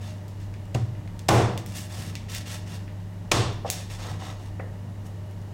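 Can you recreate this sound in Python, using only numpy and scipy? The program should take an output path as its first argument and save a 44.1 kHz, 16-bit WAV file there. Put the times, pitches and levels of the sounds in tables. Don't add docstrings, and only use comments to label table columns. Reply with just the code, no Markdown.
import sys
import numpy as np
from scipy import signal
from scipy.fft import rfft, irfft, next_fast_len
from scipy.io import wavfile

SR = 44100
rng = np.random.default_rng(int(sys.argv[2]) if len(sys.argv) > 2 else 0)


def store_wav(level_fs):
    pcm = np.round(np.clip(np.atleast_2d(level_fs), -1, 1) * 32767)
    wavfile.write(sys.argv[1], SR, pcm.T.astype(np.int16))


N = 244128
TIME = np.arange(N) / SR
AGE = TIME[:int(.8 * SR)]

# f/Hz, width/Hz, lift/dB
BLADE_PEAKS = [(1764, 140, 6.5), (2775, 220, 4.5), (3270, 330, 1), (3564, 200, 5), (4520, 120, 2.5),
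               (5510, 330, 4), (6480, 160, 5), (7000, 200, 1), (7660, 120, 6), (8170, 150, 5.5),
               (9400, 220, 1), (12500, 400, -4)]


def chops():
    # t/s, crack/dB, board/dB, struck spot's resonance/Hz, low-mid lift/dB, steel/dB,
    # tilt/(dB per octave), thud/dB, thud t60/s, sustain/s
    blows = [(0.7453, -29.5, -38, 763, 11, -47, 2, -20, 0.6, 0.012),
             (1.2851, -14.5, -21, 748, 0, -31.5, 1.8, -13, 0.66, 0.12),
             (3.315, -11, -28, 1120, -9, -27, -0.5, -17.5, 0.6, 0.083)]
    # delay/s, level/dB, t60/s
    contacts = [(0, -6, 0.016), (.0028, 1, 0.03)]
    # f/Hz, level/dB, t60/s
    board_modes = [(200, 0.5, 0.91), (332.2, 1.5, 0.66), (387, -4, 0.54), (485, 1, 0.57), (578, -7.5, 0.74),
                   (696, -7, 0.53), (835, -16, 0.51), (1095, -8, 0.28), (1194, -17, 0.95)]
    # f/Hz, level/dB
    counter_modes = [(86, -5.5), (107, 0), (119, 3.5), (131, -14.5)]
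    # f/Hz, level/dB
    crack_eq = [(150, -13), (600, -0.5), (1500, 0.5), (2800, 4), (5000, -3.5), (7500, -1.5), (10000, -14),
                (16000, -21.5)]
    wood_eq = [(70, -2.5), (160, 5), (240, -0.5), (350, 4.5), (500, 2), (750, 2), (1100, -0.5), (1500, -6),
               (2500, -11), (5000, -35)]
    steel_eq = [(400, 10), (1200, -6), (2000, -3.5), (3000, 1.5), (4200, 1.5), (6000, -1.5), (8000, -5),
                (10500, -11.5), (16000, -24)]
    drop_eq = [(120, -37), (230, -8), (340, -7), (450, 2.5), (800, -16), (3000, -52)]
    out = np.zeros(N)
    for s, crack_db, board_db, spot_hz, low_db, steel_db, tilt_db, thud_db, thud_t60, sustain in blows:
        for delay, db, t60 in contacts:
            add(out, s + delay, amp(crack_db + db) * splinter(crack_eq, tilt_db, t60))
        low_mids = (260, 170, low_db)
        knock = noise(wood_eq, peaks=[(spot_hz, 90, 6), low_mids]) * fade(t60=0.093)
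        wood_tail = reverberate(noise(wood_eq, peaks=[(spot_hz, 200, 4), low_mids]), sustain)
        wood = amp(1) * wood_tail + amp(-10) * ring(board_modes, sustain, scatter_db=2.5)
        steel = reverberate(noise(steel_eq, tilt_db=tilt_db, peaks=BLADE_PEAKS), sustain * 1.03)
        counter = ring([(hz, db, thud_t60) for hz, db in counter_modes], sustain * 0.18)
        thud = counter * attack(sustain * 0.57) + amp(-6) * knock + amp(-13) * tock(spot_hz, t60=0.19)
        body = amp(board_db) * wood + amp(steel_db) * steel + amp(thud_db) * thud
        add(out, s + contacts[-1][0], body)
        drop = noise(drop_eq, peaks=[low_mids]) * fade(t60=0.064) * attack(0.0032)
        add(out, s + sustain * .95, amp(board_db + 8.5) * drop)
    return out


def splinter(spectrum, tilt_db, t60):
    burst = rng.standard_normal(len(AGE)) * fade(t60)
    energy = np.sum(burst ** 2)
    burst[round(.0005 * SR)] += np.sqrt(energy) * .6
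    return colour(burst, spectrum, tilt_db) * np.sqrt(energy / len(AGE)) * fade(t60=.3)


def ring(modes, sustain, scatter_db=0):
    return sum(amp(db + scatter_db * rng.standard_normal())
               * np.sin(2 * np.pi * hz * AGE) * held(t60, sustain) for hz, db, t60 in modes)


def tock(hz, t60):
    return np.sin(2 * np.pi * hz * AGE) * fade(t60)


def snaps():
    # t/s, level/dB, tilt/(dB per octave), room tail/dB
    cues = [(0.281, -43.5, 2, -16.5), (0.401, -50.5, 0, -7), (0.5402, -42, -8, -18), (0.952, -44, -14, -17),
            (1.0762, -40.5, -10, -30), (1.1925, -34, -0.5, -26), (1.5768, -26, -1, -24.5),
            (1.662, -33.5, 3, -17), (2.1538, -26.5, -3.5, -22), (2.349, -22.5, 0, -23),
            (2.879, -38.5, -15, -19.5), (3.7011, -13.5, 5, -20.5)]
    # f/Hz, level/dB
    snap_eq = [(300, -34), (1300, -10), (2100, 7.5), (3000, 4.5), (5500, 5.5), (8000, 2), (10500, -4),
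               (16000, -5.5)]
    out = np.zeros(N)
    for s, db, tilt_db, room_db in cues + ticks():
        crack = amp(3) * splinter(snap_eq, tilt_db, t60=0.0048)
        blade = amp(-14.5) * noise(snap_eq, tilt_db=tilt_db, peaks=BLADE_PEAKS) * fade(t60=0.14)
        tail = reverberate(noise(snap_eq, tilt_db=tilt_db, peaks=BLADE_PEAKS), sustain=0.022)
        add(out, s, amp(db) * (crack + blade + amp(room_db) * tail))
    return out


def ticks(per_s=2.5, room_db=-27):
    wait, loud, bright = rng.uniform(-1, 1, (60, 3)).T
    times = np.cumsum(1 + .8 * wait) / per_s
    cues = zip(times, -51 + 3 * loud, 6 * bright)
    return [(s, db, tilt_db, room_db) for s, db, tilt_db in cues if s < TIME[-1]]


def strokes():
    # t/s, length/s, fastest point/share of length, hiss/dB, treble lift/dB, rasp/dB
    cues = [(0, 0.14, 0.49, -49, -2, -55), (1.665, 0.12, .5, -51.5, 4, -62),
            (1.74, 0.11, .28, -43.5, 7.5, -54), (1.889, 0.23, 0.51, -44, 3, -49),
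            (2.281, .11, 1, -39, 2.5, -51.5), (2.453, 0.12, 0.72, -40.5, 2.5, -51.5),
            (2.659, 0.12, 0.82, -46, 0.5, -53.5), (3.651, 0.045, 0.87, -41, -11, -50),
            (3.713, 0.14, 0.47, -45.5, 3, -59), (3.89, 0.1, 0.21, -45.5, 0.5, -49.5),
            (3.983, 0.16, 0.73, -45.5, -2.5, -40.5), (4.187, 0.15, 0.57, -47, -2.5, -41),
            (4.38, 0.12, 0.77, -60, 3, -65), (5.043, 0.039, .5, -60, 12.5, -50.5)]
    # f/Hz, level/dB
    slice_eq = [(300, -14), (1200, -2), (1900, 4.5), (3500, 2), (5000, 2.5), (8200, -2), (11000, -6),
                (16000, -12)]
    scrape_eq = [(150, -3.5), (450, 4), (780, 7), (1300, -5.5), (1550, -11.5), (3500, -16), (7000, -22),
                 (12000, -63)]
    # f/Hz, width/Hz, lift/dB
    rasp_peaks = [(815, 130, 3), (1105, 93, 9), (1316, 75, 13.5), (1610, 110, 7.5), (1960, 230, 13.5),
                  (2930, 380, 10.5), (3720, 200, 14), (5700, 160, 10), (6500, 330, 16)]
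    hiss = friction(slice_eq, BLADE_PEAKS, grain_db=2.5)
    treble = signal.sosfiltfilt(signal.butter(2, 7000, "high", fs=SR, output="sos"), hiss)
    rasp = friction(scrape_eq, rasp_peaks, grain_db=3.5)
    out = np.zeros(N)
    for start, length, fastest, hiss_db, crisp_db, rasp_db in cues:
        effort = push(start, length, fastest)
        out += effort * (amp(hiss_db) * (hiss - treble) + amp(rasp_db) * rasp)
        out += effort ** 1.46 * amp(hiss_db + crisp_db) * treble
    return out


def friction(spectrum, peaks, grain_db, tears_per_s=130):
    tears = (rng.random(N) < tears_per_s / SR) * rng.standard_normal(N) * amp(14)
    grains = rng.standard_normal(N) * amp(grain_db * drift(330))
    rub = colour(grains + tears, spectrum, peaks=peaks)
    delays = rng.uniform(.002, .014, 4)
    reflections = sum(np.interp(TIME - delay - 1e-4 * drift(6), TIME, rub) for delay in delays)
    return rms_one(rub + .25 * reflections)


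def push(start, length, fastest, bite_s=.016, swell_db=6, t60=0.45):
    age = np.maximum(TIME - start, 0)
    speed = np.sin(np.interp(age / length, [0, np.clip(fastest, .05, .95), 1], [0, np.pi / 2, np.pi]))
    dying_db = -60 * np.maximum(age - length, 0) / t60
    return np.minimum(age / bite_s, 1) * amp(swell_db * (speed - 1) + dying_db)


def knocks():
    # t/s, level/dB, low edge/Hz, high edge/Hz, t60/s, room tail/dB, ring/Hz, ring/dB
    cues = [(3.647, -23, 790, 1060, 0.076, -12.5, 780, -1.5),
            (4.5956, -26, 450, 2110, 0.047, -15.5, 1986, -9.5)]
    # f/Hz, width/Hz, lift/dB
    hollow_peaks = [(433, 270, 11.5), (522, 100, 8.5), (720, 120, 10.5), (810, 27, 4), (1090, 60, 1),
                    (1240, 45, 11), (1820, 190, 10.5)]
    out = np.zeros(N)
    soft_onset = 1 - np.exp(-(AGE / .001) ** 2)
    for s, db, low_hz, high_hz, t60, room_db, ring_hz, ring_db in cues:
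        band = [(low_hz / 2, -12), (low_hz, 0), (high_hz, -3), (high_hz * 1.64, -24), (high_hz * 4, -48)]
        tail = amp(room_db) * reverberate(noise(band, peaks=hollow_peaks), sustain=0.0071)
        body = noise(band, peaks=hollow_peaks) * fade(t60)
        tone = amp(ring_db) * tock(ring_hz, t60=0.063)
        add(out, s, amp(db) * soft_onset * (body + tone + tail))
    return out


def nudges():
    # t/s, level/dB
    cues = [(0.298, -42), (1.962, -35), (2.059, -35.5), (2.709, -40), (4.1, -32.5)]
    out = np.zeros(N)
    for s, db in cues:
        bump = noise([(35, -30), (65, -1), (150, -2), (300, -18.5), (700, -35), (2000, -70)])
        add(out, s, amp(db) * bump * fade(t60=0.24, sustain=0.061) * attack(.008))
    return out


def reverberate(x, sustain):
    # f/Hz, t60/s
    room_t60 = [(100, 1), (400, 0.52), (1000, 0.51), (3000, 0.48), (6000, 0.53), (10000, 0.22),
                (16000, 0.12)]
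    spectrum, hz = rfft(x), np.fft.rfftfreq(len(x), 1 / SR)
    centres = np.geomspace(125, 16000, 8)
    out = 0
    for centre, share in zip(centres, np.eye(len(centres))):
        band = irfft(spectrum * at_hz(np.c_[centres, share], hz), len(x))
        out = out + band * held(at_hz(room_t60, centre), sustain)
    return out * attack(0.00055)


def machines():
    # f/Hz, rms level/dB, waver/dB
    tones = [(99.2, -36.5, 0), (173.2, -48.5, 2.5), (198.7, -57, 2), (222.1, -57, 5), (305, -61, 4.5),
             (614, -61, 5), (937, -73, 9)]
    # f/Hz, level/dB
    rumble_eq = [(15, -34), (34, 6.5), (50, -6.5), (75, 1), (130, 0), (200, -6), (280, -16), (450, -51)]
    fan_eq = [(120, -50), (280, 1.5), (500, -5.5), (900, -7.5), (1350, -16.5), (2400, -21), (4000, -24),
              (7000, -26.5), (10000, -32), (16000, -36.5)]
    # f/Hz, width/Hz, lift/dB
    duct_peaks = [(591, 32, 6), (904, 53, 1.5), (1870, 360, 6.5), (2890, 150, 7), (3820, 230, 1.5)]
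    hum = sum(amp(db + waver_db * drift(8.2)) * np.sqrt(2)
              * np.sin(2 * np.pi * (hz * TIME + rng.random())) for hz, db, waver_db in tones)
    rumble = amp(-42.5) * noise(rumble_eq, size=N)
    fan = amp(-50) * noise(fan_eq, size=N, peaks=duct_peaks)
    return hum + rumble + fan


def colour(x, spectrum, tilt_db=0, peaks=()):
    size = next_fast_len(len(x))
    hz = np.maximum(np.fft.rfftfreq(size, 1 / SR), 1)
    db = at_hz(spectrum, hz) + tilt_db * np.log2(np.maximum(hz, 1000))
    db = db + sum(lift / (1 + (2 * (hz - centre) / width) ** 2) for centre, width, lift in peaks)
    return rms_one(irfft(rfft(x, size) * amp(db), size)[:len(x)])


def noise(spectrum, size=len(AGE), tilt_db=0, peaks=()):
    return colour(rng.standard_normal(size), spectrum, tilt_db, peaks)


def drift(per_s):
    return np.interp(TIME * per_s, np.arange(2000), rng.standard_normal(2000))


def attack(rise_s):
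    return 1 - np.exp(-AGE / rise_s)


def fade(t60, sustain=0):
    return amp(-60 * (np.hypot(AGE, sustain) - abs(sustain)) / t60)


def held(t60, sustain):
    return amp(-60 * (np.cbrt(AGE ** 3 + abs(sustain) ** 3) - abs(sustain)) / t60)


def amp(db):
    return 10 ** (np.asarray(db) / 20)


def rms_one(x):
    return x / np.sqrt(np.mean(x ** 2) + 1e-20)


def at_hz(points, hz):
    knots, values = np.transpose(points)
    return np.interp(np.log(np.maximum(hz, 1)), np.log(knots), values)


def add(track, s, sound):
    start = round(s * SR)
    track[start:start + len(sound)] += sound[:N - start]


def scene():
    return (machines() + chops() + knocks() + nudges() + strokes() + snaps())[None]


def record(dry):
    ceiling, cutoff_hz = .66, 15950
    lowpass = signal.ellip(10, .1, 80, cutoff_hz, fs=SR, output="sos")
    return signal.sosfilt(lowpass, ceiling * np.tanh(dry / ceiling))


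dry = scene()
out = record(dry)
store_wav(out)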